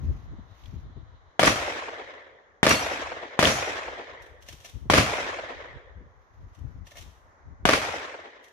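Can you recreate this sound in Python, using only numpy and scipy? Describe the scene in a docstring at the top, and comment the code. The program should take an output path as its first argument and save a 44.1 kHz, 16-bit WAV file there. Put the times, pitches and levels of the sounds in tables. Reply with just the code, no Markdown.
"""Shotgun fire in a grassy bay

Five shotgun shots some twenty metres away: pressure pulses along several paths, then echoes made of shaped noise
from the earth berms and a long roll from the forest. Four loads strike steel plates, which ring at their modes.
Metal gear clacks and clothing swishes around the shots as noise bursts; wind noise buffets the microphone.
Leaves and faint birdsong are bands of noise in the background."""
import sys
import numpy as np
from scipy import signal
from scipy.fft import rfft, irfft
from scipy.io import wavfile
from scipy.ndimage import uniform_filter1d

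SR = 44100
rng = np.random.default_rng(int(sys.argv[2]) if len(sys.argv) > 2 else 0)


def dump(signal):
    """Clip the signal to [-1, 1] and save it as 16-bit WAV at the path in sys.argv[1]."""
    limited = np.clip(np.atleast_2d(signal).T, -1, 1)
    pcm = np.round(limited * 32767).astype(np.int16)
    wavfile.write(sys.argv[1], SR, pcm)


N = 376128

# the shots: (time [s], relative blast [dB], berm scatter [dB], boom [dB], backstop echo [dB],
# forest roll and far echoes [dB], their extra fading [dB/s])
SHOTS = [(1.3943, -1, 2, -2, -12, 2, 2), (2.6301, 1, 1.5, -2.5, -14.5, 2.5, 2),
         (3.3911, -1, 1.5, -1.5, -25.5, 2.5, 2.5), (4.8997, 0, 2.5, 3, -13.5, 3.5, 2.5),
         (7.6533, 1, 0, -10.5, -13, 4, 14.5)]
# scatter from the berms: (frequency [Hz], relative density [dB per Hz])
BERM_SPECTRUM = [(29, -39.5), (50, -12.5), (105, 0.5), (180, -4.5), (280, -1.5), (410, -9), (627, -1.5),
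                 (836, -13), (1100, -7), (1480, -6), (2390, -7.5), (3760, -13), (5910, -16.5), (7870, -26),
                 (10700, -26), (14000, -40)]
# scatter from the backstop: (frequency [Hz], relative density [dB per Hz])
BACKSTOP_SPECTRUM = [(100, -12.5), (400, -9.5), (630, -1), (850, -5), (1200, 0.5), (2300, -2.5),
                     (3200, -16.5), (7000, -32.5), (14000, -54)]
# the backstop answers from its foot, then its face: (delay [s], relative level [dB], spread [s])
BACKSTOP_SLAPS = [(.0775, -4, .0025), (.0848, 0, .0042)]
# echoes from far banks and stands of trees: (delay [s], relative level [dB])
FAR_ECHOES = [(.123, -30), (.193, -34), (.237, -29.5), (.289, -32.5), (.397, -34), (.493, -32.5),
              (.538, -38), (.604, -36.5), (.621, -40), (.75, -45)]
FAR_SPREAD_S = .008
# colour of the far echoes: (frequency [Hz], relative density [dB per Hz])
FAR_SPECTRUM = [(150, -26), (350, -2.5), (560, 5.5), (1000, 0), (1400, -7.5), (2200, -8.5), (3500, -17),
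                (7000, -37.5), (14000, -66)]
# the roll from the forest: (frequency [Hz], relative density [dB per Hz])
FOREST_SPECTRUM = [(29, -41.5), (50, -12.5), (81, -7), (204, -20), (259, -7.5), (399, -9), (584, -3.5),
                   (836, -4.5), (2150, -5.5), (2600, -10), (4770, -18.5), (5910, -18), (8070, -28),
                   (14000, -41.5)]
# loss in the roll as it ages; negative rows gain: (frequency [Hz], loss rate [dB/s])
AIR_LOSS = [(60, 28), (160, 27), (300, 6), (470, -16.5), (700, 3.5), (1400, 4.5), (1850, -6.5), (2200, 3.5),
            (2700, 13), (3400, 1), (4600, 18), (7000, 24.5), (14000, 65)]


def shots():
    """Superposition of direct sound, early echoes and a diffuse tail whose spectrum changes with age."""
    out = np.zeros((2, N))
    t = np.arange(2 ** 16) / SR
    berms = ground_scatter(BERM_SPECTRUM, len(t), lump_db=2.0, lump_hz=800, change=.5)
    faces = ground_scatter(BACKSTOP_SPECTRUM, len(t), lump_db=1.5, lump_hz=800, change=.7)
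    forests = ground_scatter(FOREST_SPECTRUM, len(t), lump_db=1.2, lump_hz=150, change=.4)
    banks = ground_scatter(FAR_SPECTRUM, len(t), lump_db=1.5, lump_hz=500, change=.5)
    far = slaps(t, [(delay, db, FAR_SPREAD_S) for delay, db in FAR_ECHOES])
    rolls = age_roll(forests, len(t))
    bass = signal.butter(2, 260, fs=SR, output="sos")
    for row, berm, face, bank, roll in zip(SHOTS, berms, faces, banks, rolls):
        s, db, berm_db, boom_db, backstop_db, forest_db, fading = row
        # the boom level also sets the bass of the berm scatter
        berm = berm + (amp(boom_db) - 1) * signal.sosfiltfilt(bass, berm)
        slap = berm * amp(berm_db) * berm_return(t)
        backstop = face * amp(backstop_db) * slaps(t, BACKSTOP_SLAPS)
        distant = (roll * forest_return(t) + bank * far) * amp(forest_db - fading * t)
        thump = amp(boom_db - 21.0) * boom(t)
        add(out, s, amp(db) * blast())
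        add(out, s, slap + backstop + distant + thump)
    return out * amp([[.3], [-.3]])  # left, right


# the blast comes from the left, its echoes from further ahead: (lag of right ear [ms], right ear [dB])
DIRECT_EAR, ECHO_EAR = (0.089, -8.5), (0.094, 0.12)
# distinct paths of the blast: (delay [s], relative level [dB], length of the pressure push [ms])
PATHS = [(0, 3.5, .42), (.0013, -6, .25), (.0361, 1.5, .2), (.0378, -6, .22), (.0394, -2.5, .7),
         (.0411, -3, .24), (.0428, -5, .3), (.0492, -6, .35), (.0765, -10, .8), (.0835, -9, .7)]
# scatter from the screens round the shooter: (frequency [Hz], relative density [dB per Hz])
SCREENS_SPECTRUM = [(35, -29.5), (90, -3.5), (240, -2), (418, -13), (798, 2.5), (1450, -6.5), (1800, 0),
                    (2650, -12), (3270, -4), (4950, -26.5), (5950, -18), (14000, -36)]


def blast():
    """Multipath propagation: delayed pulses of the muzzle blast, with a short rattle scattered by the screens."""
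    t = np.arange(SR // 8) / SR
    pulses = np.zeros((2, len(t)))
    for delay, db, push_ms in PATHS:
        lag_ms, right_db = DIRECT_EAR if delay < .01 else ECHO_EAR
        late = t - delay - .0002
        left = shock(late, push_ms)
        right = amp(right_db) * shock(late - lag_ms / 10 ** 3, push_ms)
        pulses += amp(db) * np.array([left, right])
    # soft ground takes the deepest bass out of a grazing wave
    pulses = signal.sosfilt(signal.butter(1, 220, "high", fs=SR, output="sos"), pulses)
    rattle = noise(SCREENS_SPECTRUM, len(t), lag_ms=0.074) * swell(t, rise=0.00074, fall=0.0052)
    return amp(3.0) * pulses + amp(-9.5) * rattle


def shock(t, push_ms):
    """Blast wave: a steep push, then a longer suction; longer pushes also rise more slowly."""
    u = t * 10 ** 3 / push_ms
    front = (1 + np.tanh(u * 5)) / 2
    return front * (1 - np.maximum(u, 0)) * np.exp(-np.maximum(u, 0))


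# slaps from the banks round the bay: (delay [s], level [dB], spread [s])
BERM_SLAPS = [(.0402, -16, .0036), (.0495, -19.5, .0022), (.083, -21, .007)]
# scatter from the screens and side bank, until the first berm answers: (time [s], level [dB])
NEAR_SCATTER = [(0, -45), (.006, -24), (.02, -22), (.036, -26), (.06, -60)]
# scatter trapped between the berms
BAY_START_S, BAY_ATTACK_S, BAY_HOLD_UNTIL_S = .036, 0.015, 0.1
BAY_DB, BAY_FADE_DB_PER_S = -21, 223.5


def berm_return(t):
    """Early reflections add in power: each bank slaps once, while scatter fills the bay, holds and drains away."""
    attack = np.clip((t - BAY_START_S) / BAY_ATTACK_S, 0, 1)
    fill = attack * amp(BAY_DB - BAY_FADE_DB_PER_S * np.maximum(t - BAY_HOLD_UNTIL_S, 0))
    near = amp(curve(NEAR_SCATTER, t)) * (t < NEAR_SCATTER[-1][0])
    return np.sqrt(slaps(t, BERM_SLAPS) ** 2 + near ** 2 + fill ** 2)


def boom(t, delay=0.098, length=0.0095, hz=88):
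    """Specular reflection: the broad face of the backstop sends the bass back as one slow thump."""
    return bump(t, delay, length) * np.sin(2 * np.pi * hz * (t - delay))


ROLL_DB, ROLL_BUILD_S = -25.5, 0.15
ROLL_FADE_DB_PER_S, ROLL_LATE_S, LATE_FADE_DB_PER_S = 26.5, 0.77, 25.5  # the late fade adds to the first


def forest_return(t):
    """Diffuse decay: the roll builds as the wave enters the trees, then fades, faster past the last of them."""
    fade_db = ROLL_FADE_DB_PER_S * t + LATE_FADE_DB_PER_S * np.maximum(t - ROLL_LATE_S, 0)
    return (1 - bump(t, 0, ROLL_BUILD_S)) * amp(ROLL_DB - fade_db)


def age_roll(forests, n):
    """Frequency-dependent decay: the patchy roll loses its treble in the air as it ages."""
    hz, age, spectra = signal.stft(np.array(forests), SR, nperseg=512)
    # each clump of trees sends back its own colour, the same for every shot
    patches = rng.standard_normal(spectra.shape[2:])
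    patches = uniform_filter1d(patches, size=4, axis=0)
    patches = unit(uniform_filter1d(patches, size=6, axis=1))
    colour_db = 2.2 * patches - read(AIR_LOSS, hz)[:, None] * (age - .25)
    return signal.istft(spectra * amp(colour_db), SR, nperseg=512)[1][..., :n]


def ground_scatter(spectrum, n, lump_db, lump_hz, change):
    """Partial coherence: the terrain is the same for every shot, the moving air changes a share of its scatter."""
    change = np.clip(change, 0, 1)
    terrain = noise(spectrum, n, lag_ms=0.016)
    lumps = amp(lump_db * waver(n, lump_hz))
    patterns = []
    for _ in SHOTS:
        changed = noise(spectrum, n, lag_ms=0.052)
        patterns.append(unit(lumps * (np.sqrt(1 - change) * terrain + np.sqrt(change) * changed)))
    return patterns


def slaps(t, rows):
    """Energy summation: the joint envelope of separate echoes, each a short bump."""
    return np.sqrt(sum((amp(db) * bump(t, delay, spread)) ** 2 for delay, db, spread in rows))


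# pellets on steel: (time [s], crash in the left ear [dB], crash centre [Hz], crash width [octaves],
# ring gain [dB], centre of the woken modes [Hz], their range [octaves])
STRIKES = [(1.46, -14, 6500, 0.55, 4.5, 6960, 1.1), (2.6948, -12, 7960, 0.75, 9, 5500, 1.8),
           (3.4550, -9, 3260, 0.22, 6, 5750, .27), (3.508, -29, 5500, 0.61, 8.5, 5750, 0.081),
           (4.964, -25.5, 5000, 0.67, 2.5, 3000, 1.3)]
# modes of a steel plate: (frequency [Hz], relative level [dB], decay time by 60 dB [s])
PLATE_MODES = [(2350, -35, .5), (2755, -33, .45), (4398, -37.5, .5), (5310, -45, .3), (5745, -37.5, .52),
               (7768, -42, .35), (8640, -46, .35), (10433, -39, .45), (11300, -44, .45)]
# dense high modes blurred into a shimmer: (frequency [Hz], relative density [dB per Hz])
SHIMMER_SPECTRUM = [(2000, -24), (4700, -6.5), (6800, 6), (7700, -14.5), (11000, -7), (14000, -27.5)]
SHIMMER_DB, SHIMMER_T60_S = -31.5, 0.44


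def plates():
    """Modal excitation: a cloud of pellets lands within milliseconds and wakes steel modes that ring on."""
    out = np.zeros((2, N))
    t = np.arange(SR * 3 // 4) / SR
    lead = .004  # s, room for the crash to rise before its peak
    for s, crash_db, hz, width, ring_db, ring_hz, ring_range in STRIKES:
        colour = [(hz * 2 ** (k * width), -6 * k * k) for k in range(-4, 4)]
        crash = noise(colour, len(t)) * np.exp(-abs(t - lead) / 0.00089)
        crash = crash * amp([[crash_db], [crash_db - 6]])
        ring = np.zeros((2, len(t)))
        for f, db, t60 in PLATE_MODES:
            # the plate topples, so each mode flutters in and out on its own
            flutter = unit(waver(len(t), 35) + 1)
            woken_db = db - 6 * (np.log2(f / ring_hz) / ring_range) ** 2
            tone = np.sin(2 * np.pi * (f * t + rng.random((2, 1))))
            ring += flutter * amp(woken_db - 60 * t / t60) * tone
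        shimmer = noise(SHIMMER_SPECTRUM, len(t)) * amp(SHIMMER_DB - 60 * t / SHIMMER_T60_S)
        onset = 1 - np.exp(-t / 0.008)
        add(out, s - lead, crash + (amp(ring_db) * ring + shimmer) * onset)
    return out


# knocks of metal gear at the firing point: (time [s], relative level [dB], hollow body [dB])
CLACKS = [(4.221, -49.5, -6), (4.422, -48, -23), (4.485, -36, -4.5), (4.601, -46.5, -15), (4.646, -41, -3),
          (4.655, -40.5, -7), (6.547, -55.5, -17.5), (6.868, -45.5, -9), (6.915, -47, 1.5),
          (6.955, -53, 10), (6.969, -40.5, -4), (6.981, -40, -6), (8.440, -49, -12)]
# grit of the metal: (frequency [Hz], relative density [dB per Hz])
GRIT_SPECTRUM = [(200, -10), (1600, -9), (3100, -3), (3600, -4), (4900, -12), (5800, -4.5), (8000, -15.5),
                 (14000, -18)]
# modes of the hollow body: (frequency [Hz], relative level [dB])
BODY_MODES = [(585, -2), (690, -3), (1780, -4.5), (2150, -7.5)]
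# small high tinks: (time [s], relative level [dB])
TINKS = [(0.637, -51), (0.6576, -43)]
SLIDE_S, GEAR_HZ = 0.014, [1860, 2780, 3200, 5900]  # spread of the slide, modes of the metal parts


def clacks():
    """Friction and impact: parts slide, knock and ring briefly; the berm echoes each knock and the bay hisses."""
    out = np.zeros((2, N))
    t = np.arange(SR // 2) / SR - 2 * SLIDE_S  # zero at the knock
    knock = swell(t, rise=0.0021, fall=0.0082)
    slide = amp(-16) * bump(t, 0, SLIDE_S)
    echo = amp(-4.5) * np.interp(t - .04, t, knock, left=0)
    wash = amp(-13.5) * swell(t, rise=0.0032, fall=0.094)
    envelope = np.sqrt(slide ** 2 + knock ** 2 + echo ** 2 + wash ** 2)
    for s, db, body_db in CLACKS:
        grit = unit(noise(GRIT_SPECTRUM, len(t)) * amp(1.3 * waver(len(t), 700)))
        body = sum(amp(mode_db) * np.sin(2 * np.pi * (hz * t + rng.random())) for hz, mode_db in BODY_MODES)
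        clatter = grit * envelope + amp(body_db) * body * swell(t, rise=0.0018, fall=0.0077)
        ring = sum(np.sin(2 * np.pi * (hz * t + rng.random((2, 1)))) for hz in GEAR_HZ)
        ring = ring * swell(t, rise=0.0014, fall=0.011)
        add(out, s - 2 * SLIDE_S, amp(db) * (clatter + amp(-11.0) * ring))
    for s, db in TINKS:
        ping = noise([(1500, -26), (2400, -9), (3300, 0), (4500, -15), (14000, -38)], len(t))
        add(out, s - 2 * SLIDE_S, amp(db) * ping * swell(t, rise=.0006, fall=.003))
    return out * amp([[.8], [0]])  # left, right


# swishes of clothing: (time of peak [s], spread [s], relative level [dB])
RUSTLES = [(0.051, 0.23, -65), (.67, 0.15, -64), (6.6, 0.44, -74.5)]
# colour of the cloth: (frequency [Hz], relative density [dB per Hz])
CLOTH_SPECTRUM = [(500, -9.5), (2500, -1.5), (4800, -8), (6500, -5.5), (8000, -30), (11000, -18),
                  (14000, -16.5)]


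def rustles():
    """Friction noise: clothing swishes faintly as someone moves near by."""
    t = np.arange(N) / SR
    level = sum(amp(db) * bump(t, s, spread) for s, spread, db in RUSTLES)
    return noise(CLOTH_SPECTRUM, N) * level * amp(2.3 * waver(N, 50))


# the slow breeze on the microphone: (time [s], relative level [dB])
BREEZE = [(0, -48), (.7, -47), (1.25, -56.5), (2.5, -72.5), (3, -55.5), (3.3, -69.5), (3.9, -55),
          (5.2, -49.5), (6.2, -59.5), (7.4, -56), (8.2, -78.5)]
BREEZE_LEFT_DB, BREEZE_WAVER_DB = 7.5, 3.5  # left minus right, rms of the wavering
# gusts on the microphone: (time of peak [s], spread [s], relative level [dB], left minus right [dB])
GUSTS = [(0.068, 0.11, -31.5, 5), (.3, 0.11, -41, -2.5), (.77, 0.058, -38, 6.5), (.87, .03, -36.5, 3),
         (0.989, 0.097, -45.5, 6.5), (4.767, 0.029, -38, 14), (4.88, 0.048, -36.5, 2),
         (5.76, 0.025, -43, -8.5), (6.05, .06, -45.5, 3.5), (6.437, 0.082, -45, 3),
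         (6.653, 0.058, -37.5, 10.5), (6.79, 0.081, -41.5, 8.5), (7.05, 0.07, -44.5, 8),
         (7.509, 0.055, -41, 2), (7.65, 0.043, -35.5, 4)]
# turbulence at the microphone: (frequency [Hz], relative density [dB per Hz])
BUFFET_SPECTRUM = [(12, -46), (20, -11.5), (49, 2.5), (85, 2), (209, -17), (295, -20), (499, -33.5),
                   (780, -47.5), (1320, -120)]


def wind():
    """Turbulent pressure at the two ports: gusts ride on a slow breeze, and strong ones reach higher in pitch."""
    t, sides = np.arange(N) / SR, np.array([[.5], [-.5]])
    breeze_db = curve(BREEZE, t) + sides * BREEZE_LEFT_DB + BREEZE_WAVER_DB * waver(N, 8.3)
    power = amp(breeze_db) ** 2
    for s, spread, db, left_db in GUSTS:
        power = power + (amp(db + sides * left_db) * bump(t, s, spread)) ** 2
    level_db = 10 * np.log10(power)
    turbulence = noise(BUFFET_SPECTRUM, N, same=[(30, 0.14), (300, 0.33)])
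    deep = signal.sosfilt(signal.butter(3, 140, fs=SR, output="sos"), turbulence)
    force = np.clip((level_db + 57.0) / 14, 0, 1)
    lumps = unit(amp(2.6 * waver(N, 22)))
    return unit(force * turbulence + (1 - force) * deep) * lumps * amp(level_db)


# single sharp eddies that hit the microphone: (time [s], relative level [dB])
EDDIES = [(0.116, -37), (0.336, -34), (0.391, -34.5), (.742, -34), (0.974, -30.5), (4.541, -41.5),
          (4.862, -33.5), (6.015, -35.5)]


def eddies():
    """Vortex impact: now and then a small eddy thuds right on the ports."""
    out = np.zeros((2, N))
    t = np.arange(SR // 5) / SR
    puff_spectrum = [(30, -8.0), (110, -1.5), (320, -10.5), (600, -28.0), (2000, -52.0), (14000, -120)]
    for s, db in EDDIES:
        puff = noise(puff_spectrum, len(t)) * swell(t, rise=0.0058, fall=0.01)
        add(out, s - .01, amp(db) * puff)  # starts 10 ms ahead of the listed time
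    return out * amp([[5], [0]])  # left, right


# leaves of the forest: (frequency [Hz], relative density [dB per Hz])
LEAVES_SPECTRUM = [(40, -11.5), (500, 1), (1000, 4.5), (2000, -2.5), (2700, -21.5), (4000, -26),
                   (6500, -18.5), (8000, -41.5), (14000, -47)]
# their level: (time [s], level [dB])
LEAVES_LEVEL = [(0, -56.5), (.5, -60), (1.3, -61), (2.5, -64), (6.2, -63), (7.4, -60), (8.5, -66)]
# far birdsong, blurred by the trees into a faint high band: (frequency [Hz], relative density [dB per Hz])
BIRDS_SPECTRUM = [(1500, -55.5), (3000, -9), (4000, -6.5), (4400, -16.5), (8000, -51)]
# its level: (time [s], level [dB])
BIRDS_LEVEL = [(0, -75), (.4, -71), (1.4, -74), (2.2, -87.5)]


def woods():
    """Incoherent sum of many far sources: leaves hiss, and birds twitter faintly among them."""
    t = np.arange(N) / SR
    leaves = noise(LEAVES_SPECTRUM, N) * amp(curve(LEAVES_LEVEL, t) + 0.5 * waver(N, 4.8))
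    birds = noise(BIRDS_SPECTRUM, N) * amp(curve(BIRDS_LEVEL, t) + 2 * waver(N, 14))
    return leaves + birds


# likeness of the two ears: (frequency [Hz], coherence [-1 to 1])
EAR_COHERENCE = [(60, 1), (670, 0.7), (850, 0.022), (1100, 0.11), (1500, -0.44), (2200, .15), (3200, .04),
                 (14000, -0.16)]


def noise(spectrum, n, same=EAR_COHERENCE, lag_ms=0):
    """Interaural coherence: stereo noise of rms 1 with a given colour, likeness and lag of the right ear."""
    hz = np.fft.rfftfreq(n, 1 / SR)
    left, other = rfft(rng.standard_normal((2, n)))
    c = np.clip(read(same, hz), -1, 1)
    lag = np.exp(-2j * np.pi * hz * lag_ms / 10 ** 3)
    right = (c * left + np.sqrt(1 - c ** 2) * other) * lag
    return unit(irfft(np.array([left, right]) * amp(read(spectrum, hz)), n))


def waver(n, rate_hz):
    """Low-passed random modulation: smooth chance of rms 1, moving up to about rate_hz."""
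    hz = np.fft.rfftfreq(n, 1 / SR)
    return unit(irfft(rfft(rng.standard_normal(n)) * np.exp(-(hz / rate_hz) ** 2), n))


def swell(t, rise, fall):
    """Exponential build-up and decay, silent before time zero."""
    t = np.maximum(t, 0)
    return (1 - np.exp(-t / rise)) * np.exp(-t / fall)


def bump(t, centre, spread):
    """Gaussian envelope: a smooth rise and fall of height 1."""
    return np.exp(-((t - centre) / spread) ** 2)


def amp(db):
    """Logarithmic level: decibels to gain."""
    return 10 ** (np.asarray(db) / 20)


def unit(x):
    """Effective value: scales to rms 1."""
    return x / np.sqrt(np.mean(x ** 2) + 1e-20)


def curve(rows, t):
    """Linear interpolation of rows in time."""
    return np.interp(t, *np.transpose(rows))


def read(rows, hz):
    """Linear interpolation of rows on a log-frequency axis."""
    f, value = np.transpose(rows)
    return np.interp(np.log(hz + 1), np.log(f + 1), value)


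def add(mix, s, sound):
    """Superposition: mixes a stereo sound in at time s."""
    part = mix[:, round(s * SR):][:, :sound.shape[1]]
    part += sound[:, :part.shape[1]]


def scene():
    """Superposition of everything that reaches the microphone."""
    return shots() + plates() + clacks() + rustles() + wind() + eddies() + woods()


EDGE_HZ = 15100  # upper band limit


def record(dry):
    """Transducer limits: the microphone sheds its deepest bass, the blasts just overload it, the band ends."""
    thinned = signal.sosfilt(signal.butter(2, 38, "high", fs=SR, output="sos"), dry)
    clipped = np.clip(thinned, -1, 1)
    band_limit = signal.firwin(255, EDGE_HZ, window=("kaiser", 8), fs=SR)
    return signal.oaconvolve(clipped, band_limit[None], "same")


dry = scene()
out = record(dry)
dump(out)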